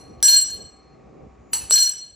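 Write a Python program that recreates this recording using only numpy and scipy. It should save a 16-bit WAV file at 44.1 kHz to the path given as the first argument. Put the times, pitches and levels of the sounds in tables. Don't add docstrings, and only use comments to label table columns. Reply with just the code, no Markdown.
import sys
import numpy as np
from scipy import signal
from scipy.fft import rfft, irfft, next_fast_len
from scipy.io import wavfile
from scipy.ndimage import uniform_filter1d, map_coordinates

SR = 44100
rng = np.random.default_rng(int(sys.argv[2]) if len(sys.argv) > 2 else 0)


def rack_gain(trim_db):
    fader = np.asarray(trim_db, float)
    return 10 ** (fader / 20)


def master_out(mix):
    frames = np.transpose(np.atleast_2d(mix))
    ceiling = np.clip(frames, -1, 1)
    pcm = np.round(ceiling * 32767).astype(np.int16)
    wavfile.write(sys.argv[1], SR, pcm)


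N = 94815
LEAD_S = 0.25
M = N + int(LEAD_S * SR)
T = np.arange(M) / SR - LEAD_S


def unit(x):
    return x / np.sqrt(np.mean(x ** 2) + 1e-20)


def along(points, hz):
    f, v = np.transpose(points)
    return np.interp(np.log(hz + 1), np.log(f + 1), v)


def level(rows):
    return rack_gain(np.interp(T, *np.transpose(rows)))


def wobble(rate, count=1):
    knots = rng.standard_normal((count, 400))
    return np.array([map_coordinates(k, [np.arange(M) * rate / SR]) for k in knots])


def filtered(x, response):
    m = next_fast_len(M + SR // 4)
    return irfft(rfft(x, m) * response(np.fft.rfftfreq(m, 1 / SR)), m)[..., :M]


def burst(response, rows):
    power = sum((T >= s) * rack_gain(2 * (db - 60 * np.abs(T - s) / t60)) for s, db, t60 in rows)
    noise = rng.standard_normal(M)
    return filtered(np.sqrt(power) * noise, response) / np.std(filtered(noise, response))


# (f/Hz, likeness, 1 = the same)
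LIKENESS = [(40, .995), (100, 0.9), (200, .6), (400, .2), (800, .1), (1500, 0.86), (3000, 1), (6000, .7)]


def rush(spectrum, patchy_db):
    z = signal.stft(rng.standard_normal((2, M + 999)), nperseg=512)[2]
    patches = rng.standard_normal(z.shape[1:])
    patches = uniform_filter1d(patches, size=4, axis=0)
    patches = uniform_filter1d(patches, size=8, axis=1)
    pair = signal.istft(z * rack_gain(patchy_db * unit(patches)), nperseg=512)[1][:, :M]

    def mid_side_response(hz):
        turn = np.arccos(np.clip(along(LIKENESS, hz), -1, 1)) / 2
        return rack_gain(along(spectrum, hz)) * [np.cos(turn), np.sin(turn)]

    mid, side = filtered(pair, mid_side_response)
    return unit(np.array([mid + side, mid - side]))


# (t/s, level/dB)
RUMBLE_LEVEL = [(0.0, -64), (0.02, -47), (0.26, -51), (0.3, -58.5), (0.65, -49.5), (0.68, -60.5),
                (1.2, -62), (1.23, -49), (1.47, -62), (1.66, -48), (1.75, -69), (2.15, -60.5)]
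# (f/Hz, relative level/dB per Hz)
RUMBLE_COLOUR = [(15, -41), (25, -12), (43, -6), (64, 3.5), (140, -6.5), (180, -36), (310, -120)]


def rumble():
    return level(RUMBLE_LEVEL) * rush(RUMBLE_COLOUR, patchy_db=3.5)


# (t/s, level/dB)
RUSTLE_LEVEL = [(0.0, -48.5), (0.17, -45.5), (0.44, -54.5), (0.61, -44), (0.74, -57.5), (1.27, -44.5),
                (1.29, -53), (1.69, -49), (1.71, -56), (1.78, -62.5), (2.13, -58), (2.15, -62)]
# (f/Hz, relative level/dB per Hz)
RUSTLE_COLOUR = [(76, -33.5), (130, 1), (455, -2.5), (702, -9), (758, -3.5), (843, -17.5), (1300, -25),
                 (1690, -46), (2860, -120)]


def rustle():
    return level(RUSTLE_LEVEL) * rush(RUSTLE_COLOUR, patchy_db=1.5)


# (t/s, relative level/dB)
AIR_LEVEL = [(0.0, -60), (0.45, -64), (0.82, -63.5), (1.57, -63.5), (1.69, -61), (2.15, -82)]
# (f/Hz, relative level/dB per Hz)
AIR_COLOUR = [(410, -34.5), (700, -11.5), (790, -13), (850, -16), (1160, -15.5), (1530, -24), (2400, -21.5),
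              (3100, -34.5), (7000, -35), (8500, -47.5), (10500, -70), (16000, -92.5)]


def room_air():
    return rack_gain(2) * level(AIR_LEVEL) * rush(AIR_COLOUR, patchy_db=0.6)


# (f/Hz, left peak level/dB when the room noise is at its median)
HUM_LINES = [(59.2, -59), (371.4, -64.5), (419.9, -64.5), (769.8, -62.5), (1125, -63), (1244, -68)]


def appliance_hum():
    wander_hz = 2.9
    hz, db = np.transpose(HUM_LINES)[..., None]
    pitch = hz + wander_hz * wobble(30, count=len(HUM_LINES))
    lines = rack_gain(db) * np.sin(2 * np.pi * np.cumsum(pitch, axis=1) / SR)
    air = level(AIR_LEVEL)
    return lines.sum(axis=0) * air / np.median(air) * rack_gain([[0], [-2]])


MODE_HZ = [925, 1642, 2918, 3026, 4241, 5832, 6771, 7666, 9490, 10410, 13176, 13297, 14634]
# (relative level/dB when the bowl lands, same for the handle, same for the rim, t60/s)
MODES = [(-29, -36.5, -44, 0.54), (-22.5, -35, -40, 1.2), (-34.5, -31, -45.5, 1), (-37.5, -23, -25.5, 0.52),
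         (-8.5, 1.5, -29, 0.88), (1, -10.5, -31.5, 0.67), (-30, -11.5, -31, 0.48), (-6, -11, 2.5, 0.4),
         (-2, -8, -25.5, 0.3), (-12.5, -10.5, -32.5, .5), (-15.5, -12.5, -39.5, .4), (-31, -1, -41, .4),
         (-9, -23, -27.5, .45)]
# (t/s, bowl relative level/dB, handle relative level/dB, rim relative level/dB,
# tick level/dB)
TILE_CONTACTS = [(-.12, -36.5, -34.5, -42.5, -37), (.204, -82.5, -66, -87, -47),
                 (.2277, -15.5, -27.5, -25, -21), (.24, -16.5, -28, -15, -31.5),
                 (.2524, -29, -31, -15.5, -31.5), (.282, -18, -13.5, -24, -17),
                 (.3173, -26, -20.5, -20.5, -22), (.331, -29.5, -19.5, -24, -21),
                 (.362, -27.5, -29, -10, -19.5), (.385, -38, -32.5, -15, -31.5),
                 (.41, -33, -23.5, -25.5, -29.5), (0.493, -47, -38.5, -45, -39.5),
                 (1.5325, -36, -42.5, -27.5, -19.5), (1.546, -38, -42, -32, -23),
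                 (1.697, -62, -71, -20, -52), (1.703, -66, -70, -21, -53), (1.7095, -28.5, -24, -26, -14.5),
                 (1.722, -16.5, -44, -15.5, -27), (1.738, -27.5, -23.5, -17, -22.5),
                 (1.759, -24.5, -17, -35, -20), (1.78, -24, -21.5, -27, -17), (1.8, -22.5, -21, -17, -25),
                 (1.82, -26, -17, -21.5, -31), (1.843, -26.5, -27.5, -39, -35.5),
                 (1.89, -38, -36, -25.5, -32)]
# (start t/s, extra loss/dB per s, extra pitch wander/Hz, extra flutter/dB)
TOUCHES = [(-.3, 105, 23.6, 2), (0.219, 4, .5, 0.26), (0.371, 190, 9.3, -0.5), (.43, 469, 8, -0.9),
           (.49, 57.5, 4.18, -8.5), (1.499, 251, 70, 5), (1.692, 5, 1, 1), (1.761, 167, 12.4, 0.65),
           (1.859, 258, 10.3, 4.5)]


def ring():
    free_wander_hz, free_flutter_db, wander_per_s = 5, 1.6, 110
    rise_s, phase_kick = 0.0015, 0.75
    hz = np.array(MODE_HZ)[:, None]
    *place_db, t60 = np.transpose(MODES)
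    start, *state = np.transpose(TOUCHES)
    touch = np.array(state)[:, np.searchsorted(start, T).clip(1) - 1]
    loss, wander, flutter_db = uniform_filter1d(touch, size=300, axis=1)
    lost = rack_gain(2 * np.cumsum(60 / t60[:, None] + loss, axis=1) / SR)

    fed, kick = np.zeros((2, len(hz), M))
    turns = rng.standard_normal((len(TILE_CONTACTS), len(hz)))
    for (s, *db, _), turn in zip(TILE_CONTACTS, turns):
        at = round((s + LEAD_S) * SR)
        fed[:, at] = rack_gain(2 * (np.array(db)[:, None] + place_db)).sum(axis=0)
        kick[:, at] = phase_kick * turn

    keep = np.exp(-1 / (rise_s * SR))

    def smooth(x):
        return signal.lfilter([(1 - keep) ** 2], [1, -2 * keep, keep ** 2], x, axis=1)

    energy = smooth(np.cumsum(fed * lost, axis=1) / lost)
    pitch = hz + (free_wander_hz + wander) * wobble(wander_per_s, count=len(hz))
    flutter = rack_gain((free_flutter_db + flutter_db) * wobble(wander_per_s, count=len(hz)))
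    phase = np.cumsum(2 * np.pi * pitch / SR + smooth(kick), axis=1)
    tones = np.sum(np.sqrt(energy) * flutter * np.sin(phase), axis=0)
    return tones, np.sqrt(energy.sum(axis=0))


# (f/Hz, relative level/dB)
TICK_COLOUR = [(400, -31.5), (1500, -18.5), (3000, 0.5), (4500, -0.5), (6500, -2), (9000, -18),
               (12000, -39.5), (16500, -61)]


def ticks():
    rows = [(s, db, 0.0045) for s, *_, db in TILE_CONTACTS]
    return burst(lambda hz: rack_gain(along(TICK_COLOUR, hz)), rows)


# (f/Hz, relative level/dB)
CHATTER_COLOUR = [(700, -33), (1500, -12), (3000, -14), (4500, 2), (6000, -1), (8000, -0.5), (10000, -17.5),
                  (11000, -54.5), (16500, -66)]


def chatter(envelope):
    taps_per_s, spread_db, below_ring_db = 600, 3, -23.5
    u, size = rng.random(M), rng.standard_normal((2, M))
    taps = (u < taps_per_s / SR) * np.sign(size[0]) * rack_gain(spread_db * size[1])
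    taps = taps + 0.033 * size[0]
    buzz = unit(filtered(taps, lambda hz: rack_gain(along(CHATTER_COLOUR, hz))))
    return rack_gain(below_ring_db) * envelope * buzz


# (f/Hz, t60/s)
KITCHEN_T60 = [(300, .6), (2000, .8), (5000, 0.6), (10000, .45), (16000, 0.093)]


def kitchen(x):
    hz, t, z = signal.stft(rng.standard_normal(SR), SR, nperseg=256)
    fade = rack_gain(-60 * t / along(KITCHEN_T60, hz)[:, None])
    tail = signal.istft(z * fade, SR, nperseg=256)[1]
    delayed = np.pad(x, (200, 0))
    return rack_gain(-10) * signal.fftconvolve(delayed, tail / np.linalg.norm(tail))[:M]


# (t/s, level/dB, t60/s, pitch factor from the tightness of the hold)
HELD_KNOCKS = [(-.1, -40, 0.34, .98), (1.5333, -18.5, .12, 1.02), (1.548, -23.5, .25, .995),
               (1.61, -35.5, .25, 0.9)]
# (f/Hz, width/Hz, relative level/dB)
HELD_RESONANCES = [(913, 94, -8), (2897, 109.7, -6.5), (4422, 170, -3.5), (6000, 360, -10.5),
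                   (6850, 90, -13), (7740, 130, -1), (9600, 750, 0), (13350, 302, -3.5), (14640, 60, -2)]
# (f/Hz, relative level/dB)
SCRAPE_COLOUR = [(500, -43), (1000, -22), (2000, -25), (4500, -31), (8000, -21), (10200, -26), (11200, -58),
                 (16500, -60)]


def held_knocks():
    def peak(f, centre, width):
        return (f * width) ** 2 / ((centre * centre - f * f) ** 2 + (f * width) ** 2)

    def body(f):
        peaks = sum(rack_gain(db) * peak(f, centre, width) for centre, width, db in HELD_RESONANCES)
        return rack_gain(along(SCRAPE_COLOUR, f)) + peaks

    return sum(burst(lambda f: body(f / tight ** (f < 7000)), [(s, db, t60)])
               for s, db, t60, tight in HELD_KNOCKS)


# (t/s, crack level/dB, thump relative level/dB)
HARD_LANDINGS = [(0.2275, 1.5, -26.5), (1.5332, -9.5, -34), (1.7091, -2.5, -23)]
# (f/Hz, relative level/dB)
CRACK_COLOUR = [(150, -29), (450, -14.5), (900, -11), (2500, -12.5), (6000, -11.5), (11000, 7),
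                (13000, -10.5), (16500, -20.5)]


def cracks():
    rows = [(s, db, 0.0045) for s, db, _ in HARD_LANDINGS]
    return burst(lambda hz: rack_gain(along(CRACK_COLOUR, hz)), rows)


# (f/Hz, relative level/dB, t60/s)
TILE_MODES = [(442.2, -5, 0.048), (600, 1.5, 0.019), (930, -8.5, 0.03)]


def thumps():
    total = np.zeros(M)
    for s, _, db in HARD_LANDINGS:
        since = np.abs(T - s)
        for hz, mode_db, t60 in TILE_MODES:
            fade = (T >= s) * rack_gain(db + mode_db - 60 * since / t60)
            rise = 1 - np.exp(-since / 0.00099)
            total += fade * rise * np.sin(2 * np.pi * hz * (T - s))
    return total


# (f/Hz, phase/radians)
PORT_LEAD = [(150, -.05), (500, -1.8), (1000, -1.8), (1400, -.02), (3200, .02), (4241, .24), (5832, -.68),
             (7666, -1.48), (9490, -2.2), (10410, -2.6), (13297, -3.57), (14634, -4.15), (16500, -4.8)]


def two_ports(x):
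    top_hz = 16680
    return filtered(x, lambda hz: (hz < top_hz) * np.exp(0.5j * along(PORT_LEAD, hz) * [[1], [-1]]))


def scene():
    background = rumble() + rustle() + room_air() + appliance_hum()
    tones, envelope = ring()
    spoon = tones + ticks() + chatter(envelope) + held_knocks() + cracks() + thumps()
    heard = two_ports(spoon + kitchen(spoon))
    return (heard + background)[:, -N:]


def low_pass(x):
    return signal.sosfilt(signal.butter(12, 16680, fs=SR, output="sos"), x)


def record(dry):
    mix = dry / (1 + np.abs(dry / 0.86) ** 20) ** (1 / 20)
    return low_pass(mix)


dry = scene()
out = record(dry)
master_out(out)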